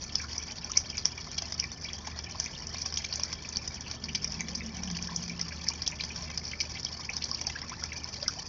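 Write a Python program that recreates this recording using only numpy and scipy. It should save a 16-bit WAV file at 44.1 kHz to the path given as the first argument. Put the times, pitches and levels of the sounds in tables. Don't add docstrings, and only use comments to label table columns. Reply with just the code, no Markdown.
import sys
import numpy as np
from scipy import signal
from scipy.fft import rfft, irfft, next_fast_len
from scipy.io import wavfile
from scipy.ndimage import map_coordinates

SR = 44100
rng = np.random.default_rng(int(sys.argv[2]) if len(sys.argv) > 2 else 0)


def dump_mix(stems):
    frames = np.atleast_2d(stems).T
    limited = np.clip(frames, -1, 1)
    pcm = np.round(limited * 32767).astype(np.int16)
    wavfile.write(sys.argv[1], SR, pcm)


N = 373968
TIME = np.arange(N) / SR

# time in seconds, ping level in dB, ping pitch in Hz, spray level in dB, # slap
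# level in dB.
DROPS = [(0.1559, -10.5, 5310, -26.5, -44), (0.184, -25.5, 5030, -41, -60), (0.218, -24.5, 5800, -48, -56),
         (0.3813, -15.5, 5550, -33, -64), (0.438, -25.5, 5750, -44, -53), (0.585, -25.5, 4500, -44, -56),
         (0.6463, -22.5, 5520, -43, -53), (0.7183, -14.5, 5650, -40, -53), (0.7716, -11.5, 5390, -36, -50),
         (0.7746, -2.5, 5870, -21.5, -42.5), (0.9, -31, 5500, -33.5, -58), (0.9722, -22, 6250, -44, -54),
         (0.9806, -22, 5270, -28.5, -43.5), (1.056, -3.5, 5540, -33, -36.5), (1.1785, -24, 5340, -39, -52),
         (1.3832, -16, 5320, -27, -43), (1.4217, -26, 5800, -34, -41.5),
         (1.5232, -25.5, 5660, -31.5, -41.5), (1.543, -27, 5250, -37, -58.5), (1.5998, -9, 5430, -34, -53),
         (1.641, -21, 5370, -49, -47), (1.844, -25.5, 5230, -34.5, -53), (1.933, -30, 5630, -35, -55),
         (2.0734, -31.5, 5550, -34.5, -40.5), (2.191, -24, 5420, -34, -45), (2.243, -29.5, 5360, -42, -56),
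         (2.4004, -10.5, 5600, -31, -45), (2.443, -20.5, 5600, -47, -58), (2.461, -22.5, 5980, -41, -51),
         (2.671, -22.5, 5740, -39, -62), (2.746, -23.5, 5760, -44, -40.5), (2.784, -23.5, 5640, -39, -49),
         (2.8176, -22.5, 5400, -45, -58), (2.8204, -17, 5200, -32.5, -59),
         (2.8607, -17, 5500, -29.5, -42.5), (2.902, -27, 4680, -39, -56), (2.9254, -22, 5400, -45, -42.5),
         (2.9418, -17.5, 5400, -41, -50), (2.9733, -19, 5650, -27, -49), (2.989, -22.5, 5200, -45, -59),
         (3.0485, -24.5, 5440, -31.5, -48), (3.1272, -18.5, 4680, -32.5, -44), (3.139, -25, 5400, -33, -45),
         (3.1585, -15.5, 5860, -37, -63), (3.1976, -21, 5600, -34, -42), (3.2355, -10, 5560, -36, -45.5),
         (3.3297, -27.5, 5720, -30, -40), (3.4905, -22, 6000, -40, -63), (3.56, -20, 4560, -47, -63),
         (3.5707, -11, 5500, -48, -60), (3.6782, -23, 5840, -31.5, -47), (3.745, -26, 5700, -39, -60),
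         (3.914, -30, 5300, -33, -44), (4.0406, -20, 5350, -34, -44), (4.151, -15.5, 5430, -24.5, -40.5),
         (4.2453, -24, 5500, -26.5, -45), (4.322, -26, 5560, -35, -60), (4.277, -25, 5250, -39, -61),
         (4.343, -24.5, 5430, -54, -57), (4.4079, -16, 6200, -52, -45.5), (4.485, -25.5, 5550, -36, -42),
         (4.5516, -21, 5350, -28.5, -60), (4.835, -25, 5500, -34.5, -43.5), (4.875, -27.5, 5840, -45, -53),
         (4.902, -24, 5150, -41, -43), (4.913, -24, 5900, -38, -49), (4.9689, -38, 5330, -32, -44),
         (5.026, -19, 5530, -36.5, -51), (5.074, -24, 5500, -38, -50), (5.163, -12, 5850, -28, -54),
         (5.297, -22.5, 5510, -43.5, -62), (5.395, -27, 5180, -35, -44), (5.4142, -12, 5430, -49, -49.5),
         (5.6833, -19.5, 5200, -49, -61), (5.6869, -10, 5440, -26, -50), (5.737, -29.5, 5950, -40, -47),
         (5.821, -17.5, 5010, -31, -44.5), (5.865, -25, 5850, -34, -57), (5.8777, -8.5, 5430, -30, -44),
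         (5.9146, -30, 5850, -45, -64), (6.0083, -22, 4800, -34, -45), (6.038, -20.5, 5150, -33, -40.5),
         (6.0506, -26, 5600, -38, -66), (6.162, -21, 5380, -46, -43), (6.303, -30, 5630, -40, -43),
         (6.3768, -22, 5170, -26.5, -42), (6.454, -24, 5260, -37.5, -54), (6.6051, -21, 5390, -27.5, -58),
         (6.6121, -18.5, 5100, -26, -54), (6.797, -30.5, 5370, -36.5, -47), (6.832, -24.5, 5200, -42, -64),
         (6.8502, -16.5, 5270, -31, -47), (7.1675, -18.5, 5290, -30.5, -48.5),
         (7.2232, -23.5, 5014, -33, -57), (7.242, -20.5, 5140, -27, -53), (7.3148, -14.5, 5160, -41, -54),
         (7.3478, -15, 5100, -33, -63), (7.4146, -16.5, 5760, -52, -41.5), (7.47, -15, 5320, -28, -47),
         (7.5, -27, 5730, -41, -41.5), (7.618, -29, 5350, -38, -46), (7.8389, -13.5, 5500, -63, -44),
         (7.932, -27, 5670, -47, -53), (8.044, -20, 5200, -55, -54), (8.229, -18, 4910, -44, -42),
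         (8.2812, -8, 5540, -29, -58)]
# frequency in Hz, gain in dB.
SLAP_SPECTRUM = [(150, -12), (400, -6), (780, 2), (1100, 2), (1290, -7.5), (1500, 1.5), (2100, -1),
                 (2450, 1.5), (2750, -9), (3300, -0.5), (3900, -2), (4800, -18), (7000, -39.5)]


def gain_of(db):
    return 10 ** (np.asarray(db) / 20)


def unit_rms(x):
    return x / np.sqrt(np.mean(x ** 2) + 1e-20)


def curves(rows):
    s, *columns = np.transpose(rows)
    return [np.interp(TIME, s, c) for c in columns]


def add(mix, s, sound):
    part = mix[max(round(s * SR), 0):][:len(sound)]
    part += sound[:len(part)]


def coloured(x, points):
    hz, db = np.transpose(points)
    size = next_fast_len(len(x))
    f = np.fft.rfftfreq(size, 1 / SR)
    response = gain_of(np.interp(np.log(f + 1), np.log(hz), db))
    return irfft(rfft(x, size) * response, size)[:len(x)]


def wander(hz):
    size, rate_hz = 8192, 800
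    f = np.fft.rfftfreq(size, 1 / rate_hz)
    slow = irfft(rfft(rng.standard_normal(size)) * np.exp(-.5 * (f / hz) ** 2))
    return unit_rms(np.interp(TIME, np.arange(size) / rate_hz, slow))


def wavering_tone(hz, width_hz, flutter_db):
    phase = 2 * np.pi * np.cumsum(hz + 0.403 * width_hz * wander(width_hz)) / SR
    return unit_rms(gain_of(flutter_db * wander(width_hz)) * np.sin(phase))


def background(air_db=-50, whine_hz=1767, whine_db=-64):
    # frequency in Hz, gain in dB.
    air_spectrum = [(20, -16.5), (32, -14.5), (45, 0.5), (62, -2), (90, 2), (110, -3.5), (145, -1.5),
                    (235, -5), (290, -8.5), (400, -10.5), (600, -16.5), (1200, -17.5), (3000, -29),
                    (6000, -41.5), (7500, -55.5)]
    # frequency in Hz, line width in Hz, rms level in dB.
    pump_tones = [(46.6, 4, -66), (75.8, 2.94, -50.5), (119.4, 5, -60), (152, 6.2, -62.5),
                  (169.7, 4.1, -64), (235.6, 2, -62)]
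    air = gain_of(air_db) * unit_rms(coloured(rng.standard_normal(N), air_spectrum))
    hum = sum(gain_of(db) * wavering_tone(hz, width, flutter_db=2.0) for hz, width, db in pump_tones)
    whine = np.sqrt(2) * np.sin(2 * np.pi * whine_hz * TIME + 0.72 * wander(1.8))
    return air + hum + gain_of(whine_db) * whine


def impacts(per_s, spread_db):
    when, sign, size = rng.random((round(per_s * N / SR), 3)).T
    db = spread_db * np.minimum(-np.log(1 - size), 3.5)
    out = np.zeros(N)
    out[(when * N).astype(int)] = np.sign(sign - .5) * gain_of(db)
    return out


def ring(hz, peak_s, rise_per_s=0, order=2):
    t = np.arange(0, 8 * peak_s, 1 / SR)
    age = t / peak_s
    envelope = (age * np.exp(1 - age)) ** order
    return envelope * np.sin(2 * np.pi * hz * (t + rise_per_s * t ** 2 / 2))


def pings(per_s=480, pitch_hz=(4100, 5250, 6500), spread_db=3.6, rise_per_s=5):
    out = np.zeros(N)
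    for when, a, b, size, length, glide in rng.random((round(per_s * N / SR), 6)):
        hz = np.interp((a + b) / 2, [0, .5, 1], pitch_hz)
        swell_s = .0006 * 4 ** length
        gain = gain_of(-spread_db * np.log(0.049 + size)) / swell_s ** 0.097
        add(out, when * N / SR, gain * ring(hz, swell_s, rise_per_s * glide ** 2, order=3))
    return unit_rms(out)


def plink(hz, cycles, rise, onset_s=.0013, wobble_db=2.0, wobble_cycles=9):
    n = np.arange(0, 5 * cycles, hz / SR)
    pace, start = rng.random((2, 3, 1))
    wobble = np.sin(2 * np.pi * (n / wobble_cycles * (.5 + pace) + start)).sum(0)
    onset = 1 - np.exp(-(n / hz / onset_s) ** 2)
    envelope = gain_of(wobble_db * wobble) * onset * np.exp(-n / cycles)
    return envelope / envelope.max() * np.sin(2 * np.pi * n * (1 + rise * n / cycles / 2))


def gurgle(per_s=190, spread_db=4.5, cycles=11, candidates=4000):
    # share of bubbles below this pitch, pitch in Hz, relative level in dB.
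    bubble_sizes = [(0, 480, -5), (.15, 850, -3), (.27, 1100, -3), (.37, 1600, -2), (.48, 2150, 1),
                    (.64, 2500, 3), (.77, 2900, 2), (.92, 3400, 3), (1, 4300, 3)]
    share, pitch_hz, size_db = np.transpose(bubble_sizes)
    out = np.zeros(N)
    for when, which, size, length, glide, chance in rng.random((candidates, 6)):
        if chance < per_s * N / SR / candidates:
            db = np.interp(which, share, size_db) - spread_db * np.log(0.16 + size)
            hz = np.interp(which, share, pitch_hz)
            add(out, when * N / SR, gain_of(db) * plink(hz, cycles * (.5 + length), 0.085 * glide ** 3))
    return unit_rms(out)


def trickle(fizz_db=-4.5, ping_db=-1.2, patter_db=-7.5, gurgle_db=-6.0, clump_db=5.5, clump_hz=40):
    # time in seconds, level of fizz and pings in dB, level of patter and gurgle in dB.
    flow = [(0.0, -45, -51.5), (0.54, -45.5, -48), (1.46, -46, -50.5), (1.67, -49, -54), (2.19, -48, -48.5),
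            (2.63, -45, -50), (3.04, -46, -50), (3.36, -48, -49.5), (6.9, -46, -50), (7.46, -43.5, -48),
            (7.65, -46, -48.5), (8.45, -45.5, -51)]
    # frequency in Hz, gain in dB.
    fizz_spectrum = [(2000, -42.5), (3800, -38), (4400, 3), (5000, 2), (5600, 6.5), (6200, 0.5), (6800, -4),
                     (7600, -16.5)]
    high_db, low_db = curves(flow)
    clumps = gain_of(clump_db * np.clip(wander(clump_hz), -2, 1))
    fizz = unit_rms(coloured(impacts(per_s=2200, spread_db=2.0) * clumps, fizz_spectrum))
    patter = unit_rms(coloured(impacts(per_s=1000, spread_db=1.4) * clumps, SLAP_SPECTRUM))
    high = gain_of(fizz_db) * fizz + gain_of(ping_db) * unit_rms(pings() * clumps)
    low = gain_of(patter_db) * patter + gain_of(gurgle_db) * gurgle()
    return gain_of(high_db) * high + gain_of(low_db) * low


def spatter(pitch_hz, ring_s, scatter_s, count):
    out = np.zeros(SR // 20)
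    for a, b, size, pitch, length in rng.uniform(.03, 1, (count, 5)):
        hz = np.interp(pitch, [0, .5, 1], pitch_hz)
        delay_s = -scatter_s * np.log(a * b)
        add(out, delay_s, size * (a * b) ** 0.077 * ring(hz, ring_s * (.5 + length)))
    return out / np.sqrt(np.sum(out ** 2) / 400)


def small_drops(drip_s=.09, ping_db=-28.5, spray_db=-43, slap_db=-52, spread_db=2.0, ping_hz=5450):
    loud = [0] + [row[0] for row in DROPS] + [N / SR]
    times = np.concatenate([np.linspace(a, b, round((b - a) / drip_s) + 1)[1:-1]
                            for a, b in zip(loud, loud[1:])])
    deviations = rng.standard_normal((len(times), 5)).clip(-2, 2)
    return [(s + 0.32 * drip_s * late, ping_db + spread_db * ping, ping_hz * (1 + 0.05 * pitch),
             spray_db + spread_db * spray, slap_db + spread_db * slap)
            for s, (late, ping, pitch, spray, slap) in zip(times, deviations)]


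def drops(ping_db=-2.1, spray_db=-2.6, slap_db=-6.5, tick_db=-18, hard_db=-13):
    lead_s, tick_s, splash_s, snap_s = .003, .0005, .0023, .00078
    out, t = np.zeros(N), np.arange(SR // 20) / SR
    push = t / splash_s * np.exp(-t / splash_s)
    push /= np.sqrt(np.mean(push[:400] ** 2))
    for s, peak_db, hz, bright_db, dull_db in list(DROPS) + small_drops():
        length, force, tone = 1 + .22 * rng.uniform(-1, 1, 3)
        swell_s = length * snap_s * (1 + max(hard_db - peak_db, 0) / 20)
        slap = 1.37 * push * unit_rms(coloured(rng.standard_normal(len(t)), SLAP_SPECTRUM))
        slap += 0.57 * spatter([1700, 2900, 4000], ring_s=.0012, scatter_s=splash_s, count=4)
        spray = spatter([hz - 900, hz + 50, hz + 950], ring_s=.00078, scatter_s=splash_s, count=11)
        tick = force ** 2 * ring(hz * np.sqrt(tone), tick_s, order=4)
        ping = ring(hz, swell_s, rise_per_s=3.3, order=5)
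        add(out, s - lead_s - tick_s, gain_of(peak_db + tick_db) * tick)
        add(out, s - lead_s, gain_of(dull_db + slap_db) * slap)
        add(out, s - lead_s, gain_of(bright_db + spray_db) * spray)
        add(out, s - swell_s, gain_of(peak_db + ping_db) * ping)
    return out


def splats(level_db=-2, spread=0.28):
    # start in seconds, level in dB, middle pitch in Hz.
    gulps = [(0.092, -44, 3920), (0.734, -44.5, 3340), (1.378, -40, 3470), (2.971, -34, 4130),
             (3.044, -38.5, 3430), (3.568, -47, 2970), (4.148, -37, 3330), (5.863, -36, 3700),
             (6.007, -35.5, 3630), (6.603, -36.5, 3240), (6.77, -42.5, 2929), (7.218, -40, 3350),
             (7.23, -45, 3080), (7.499, -41, 2860), (8.28, -41, 3770)]
    out = np.zeros(N)
    for s, db, hz in gulps:
        pitch_hz = [hz * (1 - spread), hz, hz * (1 + spread)]
        cloud = spatter(pitch_hz, ring_s=.0005, scatter_s=.0018, count=14)
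        add(out, s, gain_of(db + level_db) * cloud)
    return out


def large_bubbles(level_db=-2.0, fragment_db=-12, scatter_s=.012, spread_octaves=.33, life=.6):
    # start in seconds, level in dB, starting pitch in Hz, decay time in ms,
    # share by which the pitch rises in that time.
    bubbles = [(0.15, -35, 3330, 3, 0.027), (0.198, -38, 1580, 3.5, .05), (0.199, -34.5, 2200, 3.5, 0.033),
               (0.24, -36.5, 1350, 6.7, .04), (0.312, -41, 2930, 4, 0.024),
               (0.696, -35.5, 1060, 4.4, 0.039), (0.756, -45, 990, 7.3, .02), (0.9, -39, 3100, 3, 0.026),
               (1.178, -37, 2300, 2.6, .03), (0.766, -29, 2225, 4.7, 0.033), (0.951, -40, 2440, 3.7, .03),
               (0.974, -34, 2340, 3.1, 0.038), (1.053, -37, 950, 6, 0.053),
               (1.269, -38.5, 1040, 4.9, 0.034), (1.383, -28.5, 3170, 3.3, 0.027),
               (1.594, -32.5, 2830, 3.2, .03), (1.624, -34, 2320, 3.5, .02), (1.64, -28.5, 2315, 4, .01),
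               (1.848, -36.5, 2220, 4.3, 0.038), (1.887, -31.5, 3300, 2.6, 0.015),
               (1.9, -37, 2380, 5.4, 0.047), (2.072, -36, 790, 9.7, 0.15), (2.266, -38, 2280, 3.7, 0.03),
               (2.348, -37.5, 940, 5.5, 0.13), (2.46, -32, 2290, 2.9, 0.034), (2.55, -36, 3450, 2, 0.032),
               (2.757, -38, 2340, 4, 0.033), (3.045, -31, 2270, 2.9, 0.032), (3.319, -37, 2310, 3.1, 0.044),
               (3.448, -36, 2340, 3, 0.044), (3.862, -36.5, 2510, 9.1, 0.075),
               (4.084, -34.5, 2320, 6.5, 0.045), (4.091, -30, 2940, 4.5, 0.024),
               (4.148, -28, 3140, 2.2, .03), (4.151, -37, 2270, 6, 0.021), (4.245, -34, 2280, 3, .03),
               (4.395, -36, 2250, 4.4, .03), (4.405, -28.5, 2090, 4, 0.044), (4.606, -32, 2140, 4.8, 0.04),
               (4.8, -43.5, 793, 7.8, 0.13), (4.876, -33.5, 2926, 3, 0.028), (4.947, -35, 2740, 4, .03),
               (4.988, -37.5, 2350, 4, .04), (5.081, -37.5, 1516, 7.9, 0.08),
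               (5.091, -39, 1035, 4.6, 0.048), (5.117, -41, 944, 7.4, 0.067),
               (5.297, -33.5, 2240, 5.3, 0.068), (5.398, -38, 1970, 5, 0.027),
               (5.508, -38, 2330, 4.3, 0.035), (5.52, -38, 2240, 3, 0.034), (5.52, -37.5, 1550, 4, .04),
               (5.668, -34, 2000, 6, 0.1), (5.699, -39, 1090, 7.2, .03), (5.716, -35.5, 2370, 4.5, 0.035),
               (5.867, -27, 3330, 3.5, 0.027), (5.921, -32.5, 2400, 3.3, 0.035),
               (5.999, -29, 2420, 2.7, 0.036), (6.104, -35, 2400, 6.4, 0.037), (6.302, -37, 2290, 3.5, .04),
               (6.516, -34, 2950, 5.3, .04), (6.533, -29.5, 2010, 2.9, 0.07),
               (6.603, -30, 2370, 4.7, 0.046), (6.754, -35, 2020, 5.7, 0.068), (6.77, -37, 2320, 4, 0.046),
               (6.865, -31.5, 3140, 2.4, .03), (6.993, -40, 1037, 6.1, 0.071),
               (7.092, -24.5, 2430, 4.4, 0.02), (7.101, -42.5, 734, 6.2, 0.11),
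               (7.313, -38.5, 1010, 5.5, 0.11), (7.472, -37.5, 760, 6.4, 0.033),
               (7.555, -31.5, 1563, 8.7, 0.1), (7.628, -39, 1940, 4.4, .04),
               (7.636, -40.5, 1080, 6.4, 0.069), (7.717, -36, 990, 9.6, 0.21), (7.731, -41, 1330, 8, 0.19),
               (7.823, -37, 1355, 6.9, 0.053), (7.837, -41, 1950, 3.6, 0.042),
               (7.919, -30, 2010, 2.3, 0.059), (7.921, -35, 2570, 1.7, .03),
               (8.052, -38.5, 920, 5.2, 0.031), (8.223, -36, 565, 7.7, 0.036), (8.26, -36, 1980, 6, 0.051),
               (8.282, -29.5, 1430, 5, 0.05), (8.37, -43, 620, 19, 0.29), (8.383, -46, 778, 13.4, 0.22)]
    out = np.zeros(N)
    for s, db, hz, decay_ms, rise in bubbles:
        cycles = hz * decay_ms / 1000
        add(out, s, gain_of(db + level_db) * plink(hz, cycles, rise))
        for late, pitch in rng.random((4, 2)):
            fragment = plink(hz * 2 ** (spread_octaves * (2 * pitch - 1)), life * cycles, life * rise)
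            add(out, s + scatter_s * (late - .2), gain_of(db + fragment_db) * fragment)
    return out


def basin(x):
    # frequency in Hz, bandwidth in Hz, level against the direct sound in dB.
    modes = [(790, 74, -8.5), (1110, 120, -7), (2065, 60, -5), (2314, 120, -1), (3000, 150, -12.5),
             (3250, 170, -7), (4390, 110, -10.5), (4620, 100, -15)]
    return x + sum(gain_of(db) * signal.lfilter(*signal.iirpeak(hz, hz / width, fs=SR), x)
                   for hz, width, db in modes)


def diffuse_tail(t, db, t60_s, start_s):
    tail = rng.standard_normal(len(t)) * 1000 ** (-t / t60_s) * (t > start_s)
    return gain_of(db) * tail / np.linalg.norm(tail)


def reflections(x, ripple_s=.000045, ripple_hz=9):
    # delay in ms, amplitude gain.
    echoes = [(3.01, 0.18), (8.8, 0.04), (26.1, 0.04)]
    # frequency in Hz, gain in dB.
    scatter_spectrum = [(300, -2.5), (1000, -1.5), (2400, -2.5), (3500, 6), (5000, 3), (7000, -6)]
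    t, out = np.arange(SR // 2) / SR, x.copy()
    for ms, gain in echoes:
        emitted_s = TIME - ms / 1000 - ripple_s * wander(ripple_hz)
        out += gain * map_coordinates(x, [emitted_s * SR], order=3)
    shares = np.array([wander(ripple_hz) for _ in range(5)])
    for share in shares / np.linalg.norm(shares, axis=0):
        pond = coloured(diffuse_tail(t, db=-13, t60_s=.049, start_s=.001), scatter_spectrum)
        garden = diffuse_tail(t, db=-14, t60_s=.13, start_s=.008)
        out += signal.oaconvolve(x * share, pond * (t < t[-1] / 2) + garden)[:N]
    return out


def passing(nearest_s, width_s, falloff=2.1):
    return np.hypot(1, (TIME - nearest_s) / width_s) ** -falloff


def vehicle(roar_db=-51.0, blur_hz=9.6):
    # time in seconds, engine speed in Hz.
    engine_speed = [(3.9, 37.7), (4.3, 39.5), (4.58, 45.27), (5.15, 42.66), (6.3, 40.2)]
    # multiple of the engine speed, peak time in seconds, rms level there in dB,
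    # half-width of the swell in seconds.
    harmonics = [(4, 4.37, -46.5, 0.12), (5, 4.55, -48.5, 0.39), (4, 5.14, -43, 0.45), (4, 6.25, -54, 0.22)]
    speed_hz, = curves(engine_speed)
    roar_spectrum = [(80, -24.5), (150, -9.0), (225, 1.0), (290, -15.5), (410, -15.0), (700, -39.5)]
    roar = unit_rms(coloured(rng.standard_normal(N), roar_spectrum))
    notes = sum(gain_of(db) * passing(s, width_s)
                * wavering_tone(multiple * speed_hz, blur_hz, flutter_db=3.0)
                for multiple, s, db, width_s in harmonics)
    return notes + gain_of(roar_db) * passing(nearest_s=4.7, width_s=1.1) * roar


def scene():
    neighbourhood = background() + vehicle()
    water = drops() + splats() + large_bubbles() + trickle()
    return (neighbourhood + reflections(basin(water)))[None]


def record(dry, cutoff_hz=7600):
    # frequency in Hz, gain in dB.
    microphone_response = [(20, 1.5), (5900, 0), (6500, -3), (6900, -1), (7200, -5.5), (7600, -7)]
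    heard = coloured(dry[0], microphone_response)
    low_pass = signal.firwin(255, cutoff_hz, window=("kaiser", 8), fs=SR)
    return signal.oaconvolve(heard, low_pass, "same")[None]


dry = scene()
out = record(dry)
dump_mix(out)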